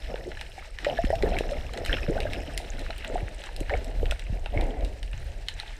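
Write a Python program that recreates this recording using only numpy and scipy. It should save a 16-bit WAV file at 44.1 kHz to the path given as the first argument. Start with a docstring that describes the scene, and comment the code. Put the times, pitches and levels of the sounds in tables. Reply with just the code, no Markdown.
"""Under the sea, a swimmer kicks near a camera in a waterproof case.
Each kick sways the pressure on the case and churns the water, and once a foot sweeps close by.
Pockets of air glug and small bubbles pip, each ringing like a tiny bell. Sharp ticks and the fine
crackle of bubble clouds reach the microphone, coloured by the way the case rings."""
import sys
import numpy as np
from scipy import signal
from scipy.fft import rfft, irfft, next_fast_len
from scipy.io import wavfile
from scipy.ndimage import uniform_filter1d, map_coordinates

SR = 44100
rng = np.random.default_rng(int(sys.argv[2]) if len(sys.argv) > 2 else 0)


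def bounce(signal):
    """Save signal as a 16-bit WAV file at the path given by the first command-line argument."""
    frames = np.transpose(np.atleast_2d(signal))
    limited = np.clip(frames, -1, 1)
    pcm = np.round(limited * 32767).astype(np.int16)
    wavfile.write(sys.argv[1], SR, pcm)


N = 255339
TREBLE_HZ = 4600  # where the pips and fizz end and the finest crackle begins
PUSH_RISE_S, CHURN_RISE_S, CLOUD_RISE_S = .51, .38, .36  # every rise or fade time here spans 60 dB

# kicks and sweeps of the limbs: t/s, push level/dB, churn level/dB, fade/s
KICKS = [(.1, -35.5, -42, 1.6), (.88, -41, -41, 2), (1.07, -28.5, -42, 0.6), (1.251, -24.5, -29, 1),
         (1.56, -28.5, -38, 0.7), (1.77, -39, -36.5, 2), (1.94, -24, -39, 0.67), (2.14, -28.5, -33.5, 2.5),
         (2.76, -34, -45, 3), (3.14, -33, -37.5, 1.3), (3.6, -29, -44, 1.5), (3.76, -36, -39.5, 1.7),
         (4.05, -20, -38.5, 0.5), (4.35, -28, -44, 1), (4.591, -22, -39, 0.65), (4.82, -29.5, -49, 1.9),
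         (5.2, -35, -51, 2.5)]
# tone of the swaying pressure: f/Hz, level/dB
SWAY_TONE = [(12, -14.5), (28, 6.5), (52, -1), (75, -9), (125, -20), (450, -66)]
# soft bumps of water against the case: t/s, level/dB, f/Hz
WATER_BUMPS = [(1.047, -24, 51), (1.162, -27, 110), (3.228, -22, 82), (3.612, -27, 104), (3.745, -25, 73),
               (4.028, -19, 36), (4.095, -16.5, 42), (4.299, -20, 85), (4.326, -27, 185),
               (4.565, -19.5, 87), (5.14, -29, 89)]

def surge():
    """Swirls from the kicks press unevenly on the case; the strongest bump against it."""
    pushes = [(s, db, 1.3 * fade_s) for s, db, _, fade_s in KICKS]  # swirls outlast the churning
    level_db = swells(pushes, PUSH_RISE_S, calm_db=-43)
    sway = coloured(rng.standard_normal(N), lambda hz: amp(along(SWAY_TONE, hz)))
    strength = np.sqrt(np.abs(uniform_filter1d(sway ** 2, size=SR // 6)) + 1e-12)
    track = amp(level_db + 1.9 * wobble(16)) * sway / strength
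    for s, db, hz in WATER_BUMPS:
        add(track, s, amp(db + 11.5) * bubble(hz, fade_s=3.8 / hz, climb_per_s=0, onset_cycles=.5))
    return track


# tone of churned water: f/Hz, level/dB
CHURN_TONE = [(70, -24), (140, 3), (240, -3.5), (400, -2.5), (670, 3), (830, -7), (1060, -19.5),
              (1800, -20), (4500, -46.5)]

def churn(level_db):
    """Stirred water makes a hollow, lumpy wash thick with tiny gulps."""
    gulps = swarm(per_s=260, low_hz=230, high_hz=914, cycles=13.2, spread_db=5.5)
    stirring = rng.standard_normal(N) + amp(-14.5) * gulps
    wash = unit(coloured(stirring, lambda hz: amp(along(CHURN_TONE, hz))))
    return amp(level_db + 2.3 * wobble(28)) * wash


# single large air pockets: t/s, level/dB, f/Hz, fade/s
AIR_POCKETS = [(0.142, -13.5, 520, 0.016), (.579, -33, 750, 0.044), (.866, -13.5, 564, 0.105),
               (.988, -16.5, 661, 0.11), (1.041, -7, 230, 0.016), (1.068, -26, 540, 0.062),
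               (1.103, -10.5, 547, 0.03), (1.128, -16, 644, 0.1), (1.131, -23, 765, 0.061),
               (1.234, -11, 386, 0.045), (1.408, -5.5, 470, 0.01), (1.518, -22, 559, 0.12),
               (1.939, -15, 472, 0.018), (2.086, -8.5, 153, 0.03), (2.253, -21, 590, .05),
               (2.601, -25, 775, 0.018), (2.901, -26, 645, 0.042), (3.156, -20.5, 700, 0.07),
               (3.61, -17.5, 324, 0.024), (3.729, -17, 573, .06), (4.03, -13.5, 467, 0.028),
               (4.121, -23.5, 608, 0.038), (4.461, -22, 620, 0.013), (4.539, -22, 576, 0.052),
               (5.633, -28.5, 830, 0.017)]
# pockets that break into a run of bubbles: t/s, level/dB, middle f/Hz, length/s
BUBBLE_RUNS = [(.258, -28, 400, .03), (.883, -24, 600, .055), (2.082, -19.5, 410, .042),
               (2.15, -27, 600, .04), (3.094, -27, 570, .028), (3.705, -22.5, 540, .045)]

def glugs(bubbles_per_s=170, spread_octaves=.27):
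    """Air pockets ring as one rising note or break into a gurgle; the case wall softens each start."""
    track = np.zeros(N)
    for s, db, hz, fade_s in AIR_POCKETS:
        add(track, s, amp(db) * bubble(hz, fade_s, climb_per_s=1.9, onset_cycles=.45))
    for s, db, middle_hz, length_s in BUBBLE_RUNS:
        run = rng.uniform(-1, 1, (20, 3))[:round(length_s * bubbles_per_s)]
        for k, (late, pitch, loud) in enumerate(run):
            hz = middle_hz * 2 ** (spread_octaves * np.sqrt(3) * pitch)
            ring = bubble(hz, fade_s=20 / hz, climb_per_s=3, onset_cycles=.7)
            add(track, s + (k + late / 2) / bubbles_per_s, amp(db + 2 * loud) * ring)
    wall = lambda hz: 1 / np.sqrt(1 + (hz / 930) ** 20) + amp(case_db(hz) - 12)
    return coloured(track * (1 + .22 * wobble(260)), wall)


# small bubbles: t/s, level/dB, f/Hz
SMALL_BUBBLES = [(.849, -23.5, 1890), (.899, -24, 3020), (0.981, -26, 1710), (1.104, -27, 1860),
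                 (1.225, -22.5, 1920), (1.33, -26.5, 2590), (1.367, -23, 2230), (1.895, -23.5, 1650),
                 (1.905, -24, 1740), (1.929, -23, 1880), (1.929, -17.5, 3100), (1.941, -22, 3250),
                 (1.944, -19, 2660), (1.968, -20.5, 2800), (1.97, -28, 1390), (1.985, -27, 1780),
                 (2.031, -24, 2490), (2.179, -27, 1500), (2.267, -25.5, 1590), (3.703, -24, 1810),
                 (3.738, -21, 2180), (4.121, -26.5, 1400), (4.575, -21.5, 2180)]

def pips(echo_fade_s=.05):
    """Small bubbles splutter: wobbling walls roughen each ring and the cloud around scatters it."""
    track, t = np.zeros(N), np.arange(SR // 10) / SR
    for s, db, hz in SMALL_BUBBLES:
        ring = bubble(hz, fade_s=45 / hz, climb_per_s=5, onset_cycles=.3)
        echo = rng.standard_normal(len(t)) * amp(-60 * t / echo_fade_s)
        direct_and_echo = (t == 0) + amp(-8) * echo / np.linalg.norm(echo)
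        add(track, s, amp(db) * signal.fftconvolve(ring, direct_and_echo))
    rough = track * (1 + .3 * wobble(1100))
    return coloured(rough, lambda hz: 1 / np.sqrt(1 + (hz / TREBLE_HZ) ** 10))


# loudness of the passing foot: t/s, level/dB
FOOT_SWEEP = [(4.49, -70), (4.54, -35), (4.6, -31), (4.68, -37.5), (4.86, -41.5), (5.02, -63)]
# tone of its stream: f/Hz, level/dB
STREAM_TONE = [(170, 0.5), (680, 1), (900, -8), (1180, -23), (2100, -11.5), (3000, -22), (12000, -65)]

def foot_rush():
    """A foot sweeps close by: a bubbly stream that swells quickly and slackens slowly."""
    level_db = np.interp(np.arange(N) / SR, *np.transpose(FOOT_SWEEP))
    bubbles = swarm(per_s=450, low_hz=250, high_hz=2500, cycles=14, spread_db=3)
    tone = lambda hz: amp(along(STREAM_TONE, hz))
    flow = unit(coloured(rng.standard_normal(N), tone))
    return amp(level_db) * unit(flow + unit(coloured(bubbles, tone)))


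# sharp ticks and bright pin-prick snaps, heard through the case: t/s, level/dB, brightness/(dB per octave)
SHARP_TICKS = [(0.158, -37.5, -4.5), (0.317, -37, -3.5), (.372, -38, -3), (0.412, -33, 2.5),
               (0.787, -33.5, -1), (0.847, -29, -1), (1.05, -34, 1.5), (1.155, -38.5, 7), (1.225, -31, 4.5),
               (1.387, -27.5, 5), (1.512, -43, 11.5), (1.736, -37, 4), (1.775, -34, 3.5), (1.85, -35, 6.5),
               (1.861, -30, 5.5), (2.204, -31.5, 3), (2.334, -31, 3), (2.577, -28, 9), (2.793, -44.5, 12),
               (2.906, -33.5, -1), (2.981, -45, 15), (3.047, -32, .5), (3.439, -38.5, 4.5), (3.49, -38, -8),
               (3.564, -38.5, 8.5), (3.605, -40.5, 12.5), (3.696, -29.5, -4.5), (3.845, -44, 14),
               (4.057, -36.5, 0.5), (4.111, -27.5, 5), (4.195, -39, 4.5), (4.46, -33, -3.5), (4.611, -37, 3),
               (4.848, -40.5, 7), (5.03, -38.5, 5), (5.132, -39, -3), (5.485, -26, 2.5), (5.6, -31, 2.5)]

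def ticks():
    """Each tick is a snap and a brief scatter off the surface, coloured by its own path to the case."""
    track, t = np.zeros(N), np.arange(SR // 6) / SR
    grid_hz = np.linspace(0, 16000, 48)
    for s, db, brightness in SHARP_TICKS:
        snap = 3 * (t == 0) + amp(-60 * t / .0042) * rng.standard_normal(len(t))
        scatter = (amp(-13 - 60 * t / .024) + amp(-22 - 60 * t / .23)) * rng.standard_normal(len(t))
        path_db = rng.normal(0, 3, len(grid_hz))
        tilt_db = lambda hz: brightness * np.log2(np.clip(hz, 800, 9000) / 3000)
        tone = lambda hz: amp(case_db(hz) + tilt_db(hz) + np.interp(hz, grid_hz, path_db))
        tick = coloured(snap + scatter, tone)
        add(track, s, amp(db + 24) * tick / np.linalg.norm(tick))
    return track


# clouds of small bubbles passing the case: t/s, level/dB, fade/s
BUBBLE_CLOUDS = [(.04, -47, 1), (.41, -46, .5), (.62, -46, .5), (.86, -42, 1.9), (1.3, -42, 2.8),
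                 (1.93, -37.5, 1.13), (2.22, -45, 5.5), (2.8, -49, 8), (3.04, -42, 0.4), (3.45, -44.5, 0.3),
                 (3.72, -42.5, 0.77), (4.12, -49.5, 1.7), (5.14, -52.5, 3.5), (5.6, -45, 1.3)]

def crackle(churn_db):
    """Far bubbles blur into a fizz; near ones burst one by one, or plink while the high ring lasts."""
    cloud_db = swells(BUBBLE_CLOUDS, CLOUD_RISE_S, calm_db=-56.5)
    fizz_db = 20 * np.log10(np.hypot(amp(cloud_db), amp(churn_db - 22.5)))  # churning sheds fizz too
    spray_db = -57 + .38 * (fizz_db + 45)  # the finest crackle swells less than the fizz
    bursts = unit(swarm(per_s=70, low_hz=1550, high_hz=3700, cycles=24, spread_db=4.5) * wobble(1300))
    spits = unit(swarm(per_s=70, low_hz=6500, high_hz=12500, cycles=50, spread_db=5.5) * wobble(2400))
    plinks = swarm(per_s=220, low_hz=1200, high_hz=4400, cycles=24, spread_db=4.5)
    lows = lambda hz: amp(case_db(hz)) / np.sqrt(1 + (hz / TREBLE_HZ) ** 20)
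    highs = lambda hz: amp(case_db(hz)) / np.sqrt(1 + (TREBLE_HZ / (hz + 1)) ** 20)
    hiss = amp(2 * wobble(45)) * rng.standard_normal(N)
    sizzle = unit(unit(coloured(hiss, lows)) + amp(-1.5) * bursts)
    spray = unit(unit(coloured(hiss, highs)) + amp(-5) * unit(coloured(spits, highs)))
    plink_share = np.interp(swells(HIGH_RING, CLOUD_RISE_S, calm_db=-80), [-72, -58], [.05, .62])
    fizz = np.sqrt(1 - plink_share) * sizzle + np.sqrt(plink_share) * unit(coloured(plinks, lows))
    return amp(fizz_db) * fizz + amp(spray_db) * spray


# swells of the high ring: t/s, level/dB, fade/s
HIGH_RING = [(.02, -61.5, 6), (.88, -57, 8), (1.9, -50.5, 1.1), (2.35, -56.5, 2.2)]

def singing():
    """A thin, high ring near 5.3 kHz flickers and swells, with a fainter sparkle above it, and dies away after
    about 2.8 s."""
    ring = swarm(per_s=260, low_hz=5050, high_hz=5600, cycles=70, spread_db=3)
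    sparkle = swarm(per_s=400, low_hz=11000, high_hz=13200, cycles=45, spread_db=3)
    return amp(swells(HIGH_RING, CLOUD_RISE_S, calm_db=-90)) * (ring + amp(-14.5) * sparkle)


# what the case lets through: f/Hz, level/dB
CASE_TONE = [(500, -36), (850, 8.5), (1070, -6.5), (1400, -.5), (1750, 7), (2300, 3), (2870, 4.5),
             (3350, -1.5), (4050, 1), (4550, -10.5), (5220, -12.5), (6600, -19.5), (8600, -19),
             (10300, -27.5), (15000, -36)]

def case_db(hz):
    """The case boosts the pitches it rings at and muffles the rest."""
    return along(CASE_TONE, hz)


def bubble(hz, fade_s, climb_per_s, onset_cycles):
    """A pinched-off bubble rings and fades while its pitch climbs steadily."""
    t = np.arange(SR // 6) / SR
    phase = 2 * np.pi * hz * (t + climb_per_s * t ** 2 / 2)
    return np.sin(phase) * amp(-60 * t / fade_s) * (1 - np.exp(-t * hz / onset_cycles))


def swarm(per_s, low_hz, high_hz, cycles, spread_db):
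    """Bubbles at random times, each ringing for some cycles at its own pitch."""
    when, pitch, loud, life = rng.random((int(per_s * N / SR), 4)).T[:, :, None]
    hz = low_hz * (high_hz / low_hz) ** pitch
    step = np.arange(int(min(2 * cycles / low_hz, .05) * SR))
    turns = hz * step / SR
    strength = amp(-spread_db * np.log(1 - .96 * loud)) * np.sqrt(hz)  # many quiet, a few loud
    fade = amp(-60 * turns / (cycles * (.5 + life)))
    rings = strength * np.sin(2 * np.pi * turns) * fade * (1 - np.exp(-turns))
    positions = (when * N).astype(int) + step
    return unit(np.bincount(positions.ravel(), rings.ravel(), N)[:N])


def swells(rows, rise_s, calm_db):
    """Level in dB of overlapping swells, each rising and dying away over a calm background."""
    t = np.arange(N) / SR
    power = amp(calm_db) ** 2
    for s, db, fade_s in rows:
        power = power + amp(db) ** 2 * 1e-6 ** np.maximum((s - t) / rise_s, (t - s) / fade_s)
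    return 10 * np.log10(power)


def wobble(per_s):
    """A smooth curve through this many random points a second."""
    return map_coordinates(rng.standard_normal(int(N * per_s / SR) + 4), [np.arange(N) * per_s / SR])


def coloured(x, gain):
    """Turn each frequency of x up or down by gain(hz)."""
    size = 2 * next_fast_len(len(x) // 2 + 4096)
    cepstrum = irfft(np.log(np.maximum(gain(np.fft.rfftfreq(size, 1 / SR)), 1e-6)))
    cepstrum[1:size // 2] *= 2  # folded so that ringing comes after a sound, never before
    cepstrum[size // 2 + 1:] = 0
    return irfft(rfft(x, size) * np.exp(rfft(cepstrum)), size)[:len(x)]


def along(tone, hz):
    """Read a tone table's level at any frequency."""
    f, db = np.transpose(tone)
    return np.interp(np.log(hz + 1), np.log(f + 1), db)


def amp(db):
    """Turn decibels into a multiplier."""
    return 10 ** (np.asarray(db) / 20)


def unit(x):
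    """Scale x to an average power of 1."""
    return x / np.sqrt(np.mean(x ** 2) + 1e-20)


def add(track, s, sound):
    """Mix a sound into the track at s seconds."""
    part = track[max(0, round(s * SR)):][:len(sound)]
    part += sound[:len(part)]


def scene():
    """The kicks churn the water, the churning feeds the fizz, and all sounds mix into one channel."""
    churn_db = swells([(s, db, fade_s) for s, _, db, fade_s in KICKS], CHURN_RISE_S, calm_db=-57.5)
    water = surge() + churn(churn_db) + foot_rush()
    return (water + glugs() + pips() + ticks() + crackle(churn_db) + singing())[None]


def record(dry, top_hz=15400):
    """The camera keeps nothing above its highest frequency."""
    size = next_fast_len(N + SR // 4)
    return irfft(rfft(dry, size) * (np.fft.rfftfreq(size, 1 / SR) < top_hz), size)[:, :N]


dry = scene()
out = record(dry)
bounce(out)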